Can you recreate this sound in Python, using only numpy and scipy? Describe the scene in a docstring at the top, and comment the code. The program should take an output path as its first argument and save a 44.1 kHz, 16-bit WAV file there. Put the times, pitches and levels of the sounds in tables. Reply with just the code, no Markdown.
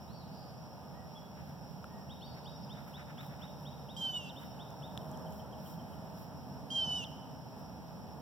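"""A fawn bleats twice in a mown field: a falling harmonic voice that grows hoarse and ends in a squeak.
A big dog pants in short puffs and walks on dry stubble, which crackles and snaps.
Songbirds whistle from the edge of the wood, which also echoes the bleats.
Insects shrill steadily over the engines and tyres of a distant road and a soft high hiss."""
import sys
import numpy as np
from scipy import signal
from scipy.fft import rfft, irfft
from scipy.io import wavfile

SR = 44100
rng = np.random.default_rng(int(sys.argv[2]) if len(sys.argv) > 2 else 0)


def log_audio(samples):
    """Write samples as a 16-bit WAV file to the path given in sys.argv[1]."""
    # one column per channel
    frames = np.atleast_2d(samples).T
    # limit to full scale, then quantise
    limited = np.clip(frames, -1, 1)
    pcm = np.round(limited * 32767).astype(np.int16)
    wavfile.write(sys.argv[1], SR, pcm)


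N = 362061
T = np.arange(N) / SR
FREQS = np.maximum(np.fft.rfftfreq(N, 1 / SR), 1)


def fawn():
    """Two bleats, each ending in a squeak as the throat lets go."""
    # t/s, length/s, level/dB, sag/(dB/s), breath lasts/s, drop/dB, overtones/dB, their growth/(dB/s)
    bleats = [(3.964, .333, -38.5, 0, .207, 14.5, -57.3, -2),
              (6.702, 0.342, -33.5, 29, 0.277, 5.5, -54.5, 13)]
    # pitch line per bleat: t/s, f/Hz
    pitches = [
        [(3.97, 801.8), (4.002, 794.4), (4.164, 738.6), (4.22, 689), (4.29, 678.0)],
        [(6.71, 799.5), (6.77, 792), (6.914, 742.7), (6.97, 749.5), (7.038, 681)],
    ]
    # upper resonances, one mouth shape per bleat: f/Hz, gain/dB
    mouths = [
        [(4000, -12), (4550, 12), (5300, -3.5), (6300, 9), (6900, -6), (7900, -3), (8800, -10), (9700, -15),
         (11500, -14), (12600, -9), (14500, -17)],
        [(4000, -17.5), (4600, 6), (5300, 2.5), (6100, 4), (6500, 6.5), (7100, -24), (7900, -11), (8700, -15),
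         (9600, -13), (10600, -15), (11500, -24), (14500, -27)],
    ]
    # throat squeaks: t/s, length/s, start f/Hz, middle f/Hz, end f/Hz, level/dB
    squeaks = [(4.292, .018, 4000, 3520, 2850, -54.5), (7.04, .018, 4080, 3540, 3020, -51.5)]
    out = np.zeros(N)
    for row, pitch, mouth in zip(bleats, pitches, mouths):
        add(out, row[0], bleat(row, pitch, mouth))
    for start_s, length_s, *line_hz, db in squeaks:
        add(out, start_s, undb(db) * chirp(glide(length_s, *line_hz), waver=.064))
    return out


def bleat(row, pitch, mouth, swell_s=.066, give_out_s=.044, scoop_s=.00198, ramp_s=.0023):
    """Vocal folds drive throat and mouth; the voice swells, holds or sags, and gives out hoarsely."""
    # main throat resonance: f/Hz, gain/dB
    throat = [(700, -22), (1550, -32.5), (2300, -44), (2700, 10), (3100, 6), (3300, -6), (3650, -17),
              (4100, -25), (4500, -47)]
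    # catches in the voice: t after onset/s, length/s, depth/dB
    catches = [(0.037, .013, 5), (0.162, 0.024, 10.5)]
    start_s, length_s, db, sag_db_per_s, breath_s, drop_db, overtone_db, growth_db_per_s = row
    t = T[:int(length_s * SR)]
    scoop = 1 - .116 * np.exp(-t / scoop_s)  # pitch snaps up as the folds catch
    hz = np.interp(start_s + t, *np.transpose(pitch)) * scoop
    jitter = .0021 + .0073 * (t / length_s) ** 3
    phase = 2 * np.pi * np.cumsum(hz * (1 + jitter * wander(500, len(t)))) / SR
    k = np.arange(1, 21)[:, None]

    def harmonics(resonance):
        """Stack at rms 1; each harmonic wavers on its own as head and mouth move."""
        waver_db = 3.5 * np.array([wander(45.6, len(t)) for _ in k])
        gains = undb(at(resonance, k * hz) + waver_db)
        return (gains * np.sin(k * phase)).sum(0) / np.sqrt((gains ** 2).sum(0) / 2)

    spent = np.clip((t - breath_s) / give_out_s, 0, 1)
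    onset_db = 11.5 * np.maximum(1 - t / swell_s, 0)
    sag_db = sag_db_per_s * np.maximum(t - swell_s, 0)
    catch_db = sum(depth_db * bump(t, mid_s, span_s) for mid_s, span_s, depth_db in catches)
    core_db = db - onset_db - sag_db - catch_db - drop_db * spent
    core = harmonics(throat) * undb(core_db + wander(66.6, len(t)))
    overtones = harmonics(mouth) * undb(overtone_db + growth_db_per_s * t - 6 * spent)
    return (core + overtones) * np.clip(np.minimum(t, length_s - t) / ramp_s, 0, 1)


def panting(gap_s=.108, puff_s=.049, inhale_db=-4, ends_db=-5):
    """Breath puffs through the dog's muzzle, out and in by turns, strongest in mid bout."""
    # panting bouts: t/s, length/s, level/dB
    bouts = [(1.388, .16, -57), (2.37, .05, -59), (2.784, .71, -52), (4.43, .05, -59)]
    # muzzle resonance: f/Hz, gain/dB
    muzzle = [(700, -17), (1300, 10.5), (1700, 7.5), (2200, 7.5), (2800, -1), (4000, -9), (7000, -14),
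              (14000, -32)]
    puffs = []
    for start_s, length_s, db in bouts:
        times = np.arange(start_s, start_s + length_s, gap_s)
        for k, (mid_s, outer) in enumerate(zip(times, outwards(len(times)))):
            puffs.append((mid_s, puff_s, db + inhale_db * (k % 2) + ends_db * outer))
    return noise(undb(at(muzzle, FREQS))) * swells(puffs) * undb(2 * wander(210))


def paws(grain_samples=32):
    """Dry grass crackles under the dog: a light uneven rustle and a few heavier strokes."""
    # heavier paw strokes: middle t/s, length/s, level/dB
    steps = [(2.9, .12, -62), (3.25, .08, -59.5), (3.63, 0.066, -66), (5.05, .16, -66), (5.37, .089, -61.5),
             (5.69, 0.087, -53), (6.21, 0.055, -59)]
    # stubble spectrum: f/Hz, gain/dB
    stubble = [(2000, -6), (4000, -4), (7000, -8.5), (10000, -7), (12500, -0.5), (16000, 1.5)]
    grain_db = 2.2 * rng.exponential(size=N // grain_samples + 1)
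    grains = unit(undb(np.repeat(grain_db, grain_samples)[:N]))
    rustle = bump(T, mid_s=5, length_s=3.6) * undb(-67.5 + 4 * wander(12))
    return noise(undb(at(stubble, FREQS))) * grains * (rustle + swells(steps))


def stalks(crack_s=.001, decay_cycles=2.4, mode_ratio=1.79):
    """Each stalk breaks with a crack and rings briefly in two modes."""
    # snapping stalks: t/s, level/dB, ring f/Hz
    snaps = [(1.8425, -36, 1360), (4.705, -45, 6450), (4.976, -29, 3560), (5.115, -43, 6900),
             (5.174, -41, 6230), (5.324, -44, 6800)]
    out, t = np.zeros(N), T[:SR // 20]
    ring = lambda hz: np.sin(2 * np.pi * hz * t) * np.exp(-t * hz / decay_cycles)
    for start_s, db, hz in snaps:
        crack = undb(-17) * rng.standard_normal(len(t)) * np.exp(-t / crack_s)
        modes = ring(hz) + undb(-9) * ring(mode_ratio * hz)
        add(out, start_s, undb(db) * (modes + crack))
    return out * pan(9.8)


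def birds(echo_s=.052, echo_db=-12):
    """All songs, thrown back once by the tree line."""
    songs = arched_notes() + trill() + upslurs() + chips()
    return songs + undb(echo_db) * np.interp(T - echo_s, T, songs)


def arched_notes():
    """Scattered whistles that rise and fall back."""
    # bird notes: t/s, length/s, foot f/Hz, top f/Hz, level/dB, shape (1 pointed, 3 flat-topped)
    notes = [(.075, .17, 3600, 4680, -59, 1.35), (.93, .14, 1760, 1927, -66, 1.9),
             (1.148, 0.046, 3100, 3400, -59, 3), (1.859, .2, 1690, 1890, -67, 1.9),
             (2.198, 0.15, 3880, 4620, -56, 2.1), (2.438, 0.037, 4070, 4870, -57, 1.2),
             (2.541, .062, 4100, 5590, -62, 2), (2.624, .038, 4320, 5150, -58, 2.4)]
    out = np.zeros(N)
    for start_s, length_s, foot_hz, top_hz, db, shape in notes:
        from_top = np.abs(np.linspace(-1, 1, int(length_s * SR))) ** shape
        hz = top_hz + (foot_hz - top_hz) * from_top
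        add(out, start_s, undb(db) * chirp(hz, waver=.0066, roundness=.84))
    return out


def trill(start_s=.312, length_s=.155, rate_hz=88, centre_hz=4720, depth_hz=750):
    """A buzz of tiny falling sweeps, each loudest halfway down."""
    out = np.zeros(N)
    cycle = rate_hz * T[:int(length_s * SR)] % 1
    hz = centre_hz + depth_hz * (1 - 2 * cycle)
    sweeps = chirp(hz, waver=.0095, roundness=.4) * np.sin(np.pi * cycle) ** 2
    add(out, start_s, undb(-60) * unit(sweeps))
    return out


def upslurs(lead_in_s=2.09, length_s=.054, from_hz=2300, to_hz=3830, glide_s=.0135):
    """One lead-in note, then a slightly quickening run of the same rising whistle."""
    out = np.zeros(N)
    hz = to_hz + (from_hz - to_hz) * np.exp(-T[:int(length_s * SR)] / glide_s)
    for start_s in [lead_in_s, *series(start_s=2.208, gap_s=.2422, stretch_s=-.00044, count=12)]:
        add(out, start_s, undb(-56) * chirp(hz, waver=.015, roundness=.67))
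    return out


def chips(centre_hz=3080, length_s=.024, ends_db=-5.5):
    """A farther bird's falling chips; the string slows, swells and fades."""
    out = np.zeros(N)
    times = series(start_s=5.004, gap_s=.127, stretch_s=.0006, count=8)
    for start_s, outer in zip(times, outwards(len(times))):
        hz = centre_hz * (1 + .022 * rng.standard_normal())
        line_hz = glide(length_s, hz * .98, hz * 1.02, hz * .9)
        add(out, start_s, undb(-63 + ends_db * outer) * chirp(line_hz, waver=.021))
    return out


def wood(x, delay_s, t60_s=1.0, build_s=.0098):
    """Trunks and foliage scatter a diffuse, fading echo."""
    t = T[:SR]
    onset = np.clip((t - delay_s) / build_s, 0, 1)
    tail = rng.standard_normal((2, SR)) * undb(-60 * t / t60_s) * onset
    return signal.fftconvolve(x[None], unit(tail) / np.sqrt(SR), axes=1)[:, :N]


def road():
    """Distant engine rumble and tyre noise surge together."""
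    # traffic surges: middle t/s, length/s, rise/dB
    surges = [(5.83, 2.54, 2), (5.16, 0.33, 3), (6.88, 0.1, 3)]
    # engine spectrum: f/Hz, gain/dB
    engines = [(20, -44), (32, -39), (50, -21.5), (72, -5), (100, -8), (145, 0.5), (200, -2.5), (260, -8),
               (340, -15), (500, -51.5)]
    # tyre spectrum: f/Hz, gain/dB
    tyres = [(250, -36), (400, -3.5), (520, -2), (620, -1), (890, -0.5), (1100, -10.5), (1300, -11),
             (1800, -17), (2200, -28.5), (4000, -36)]
    surge_db = sum(db * bump(T, mid_s, length_s) for mid_s, length_s, db in surges)
    rumble = noise(undb(at(engines, FREQS))) * undb(-48.5 + .85 * surge_db + .57 * wander(11))
    rolling = noise(undb(at(tyres, FREQS))) * undb(-52 + surge_db + .5 * wander(12))
    return rumble * pan(-2.1) + rolling * pan(-2)


def low_hums():
    """Low hums swell and fade: distant engines, and one brief low rumble of wind on the microphone."""
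    # narrow noise bands: middle t/s, length/s, f/Hz, width/Hz, level/dB
    hums = [(3.5, 1.6, 143.9, 16, -54.5), (5.25, 0.37, 85, 25, -53.5), (6.3, 1.3, 205, 49.4, -57),
            (6.9, 1.1, 262, 50, -55)]
    out = np.zeros(N)
    for mid_s, length_s, hz, width_hz, db in hums:
        phase = 2 * np.pi * hz * T
        band = wander(width_hz) * np.sin(phase) + wander(width_hz) * np.cos(phase)
        out += band * undb(db) * bump(T, mid_s, length_s)
    return out * pan(-1.5)


def tyre_whines(waver_hz=3, waver_db=2):
    """Tyres sing on the road, wavering slightly."""
    # whines: middle t/s, length/s, f/Hz, level/dB
    whines = [(.6, 1.8, 1232, -69.5), (1.1, 0.89, 614, -60.5), (3.5, 1.85, 596, -60),
              (5.253, 0.53, 631, -50.5), (5.8, 1.3, 885, -61), (6.7, 2, 638, -58)]
    out = np.zeros(N)
    for mid_s, length_s, hz, db in whines:
        phase = 2 * np.pi * np.cumsum(hz + waver_hz * wander(30)) / SR
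        out += np.sin(phase) * undb(db + waver_db * wander(14)) * bump(T, mid_s, length_s)
    return out


def insects(centre_hz=5404, width_hz=180):
    """A steady chorus merges into one shrill noise band."""
    band = np.exp(-((FREQS - centre_hz) / width_hz / 2) ** 2)
    return noise(band) * undb(-62.5 + wander(25)) * pan(-2.1)


def high_hiss():
    """A soft, steady high hiss lies under the scene."""
    # hiss spectrum: f/Hz, gain/dB
    hiss = [(1200, -20), (2200, 2.5), (3000, 1), (3700, -3), (4600, -1), (6200, -7.5), (7500, -12.5),
            (9500, -14), (12000, -7.5), (15500, -7)]
    return noise(undb(at(hiss, FREQS))) * undb(-62.5 + .5 * wander(17)) * pan(-2.1)


def noise(gain):
    """Stereo noise of a given colour at rms 1; the lows are partly alike on both sides."""
    # likeness of the sides: f/Hz, left-right correlation
    likeness = [(30, 0.19), (125, 0.47), (250, 0.75), (550, 0.63), (900, 0.75), (1300, 0.00049), (3000, 0),
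                (9000, 0)]
    alike = at(likeness, FREQS)
    mid, side = rfft(rng.standard_normal((2, N)))
    spectra = mid * np.sqrt(1 + alike) + np.array([[1], [-1]]) * side * np.sqrt(1 - alike)
    return unit(irfft(gain * spectra, N))


def chirp(hz, waver, roundness=.66):
    """A near-pure whistle that swells and fades along a pitch line."""
    size = len(hz)
    phase = 2 * np.pi * np.cumsum(hz * (1 + waver * wander(317, size))) / SR
    return unit(np.sin(phase) * np.sin(np.pi * np.arange(size) / size) ** roundness)


def glide(length_s, *pitches_hz):
    """A smooth line through pitches evenly spaced in time."""
    curve = np.polyfit(np.linspace(0, 1, len(pitches_hz)), pitches_hz, len(pitches_hz) - 1)
    return np.polyval(curve, np.linspace(0, 1, int(length_s * SR)))


def wander(rate_hz, size=N):
    """Random drift with a spread near 1."""
    knots = rng.standard_normal(4096)
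    return 1.24 * np.interp(np.arange(size) * rate_hz / SR, np.arange(len(knots)), knots)


def bump(t, mid_s, length_s):
    """A smooth rise to 1 and fall."""
    return np.exp(-2 * ((t - mid_s) / length_s) ** 2)


def swells(rows):
    """Gain curve with one bump per event."""
    return sum(undb(db) * bump(T, mid_s, length_s) for mid_s, length_s, db in rows)


def series(start_s, gap_s, stretch_s, count):
    """Times of a repeated note whose pace drifts evenly."""
    k = np.arange(count)
    return start_s + gap_s * k + stretch_s * k ** 2


def outwards(count):
    """Per member of a series: 0 in the middle, nearing 1 at both ends."""
    return (2 * (np.arange(count) + .5) / count - 1) ** 2


def undb(db):
    """Decibels to gain."""
    return 10 ** (np.asarray(db) / 20)


def unit(x):
    """Scale to rms 1."""
    return x / np.sqrt(np.mean(x ** 2))


def at(points, hz):
    """Read a spectrum on a log-frequency axis."""
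    f, value = np.transpose(points)
    return np.interp(np.log(hz), np.log(f), value)


def pan(db):
    """Stereo gains for a left-minus-right level."""
    return undb(np.array([[db], [-db]]) / 2)


def add(out, start_s, x):
    """Mix x in at start_s."""
    i = int(start_s * SR)
    out[..., i:i + x.shape[-1]] += x[..., :N - i]


def scene():
    """The fawn stands to the right; the birds sit in the trees; a thin high tone lies under it all."""
    cries, songs = fawn(), birds()
    echoes = undb(-13.5) * wood(cries, delay_s=.051) + undb(-4) * wood(songs, delay_s=.0045)
    dog = panting() + paws() + stalks()
    thin_tone = undb(-81) * np.sin(2 * np.pi * 14000 * T)
    background = road() + low_hums() + tyre_whines() + insects() + high_hiss() + thin_tone
    return cries * pan(-12.5) + songs * pan(1) + echoes + dog + background


def record(dry, crossfeed=.71, corner_hz=550, lag_s=20 / SR, top_hz=15850):
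    """The recorder widens by feeding each side, late and inverted, to the other, then cuts the top."""
    share = crossfeed * FREQS ** 2 / (FREQS ** 2 + corner_hz ** 2)  # spares the bass
    sides = rfft(dry)
    late_opposite = np.exp(-2j * np.pi * FREQS * lag_s) * sides[::-1]
    wide = irfft((sides - share * late_opposite) / (1 + share), N)
    return signal.sosfilt(signal.ellip(10, .2, 70, top_hz, fs=SR, output="sos"), wide)


dry = scene()
out = record(dry)
log_audio(out)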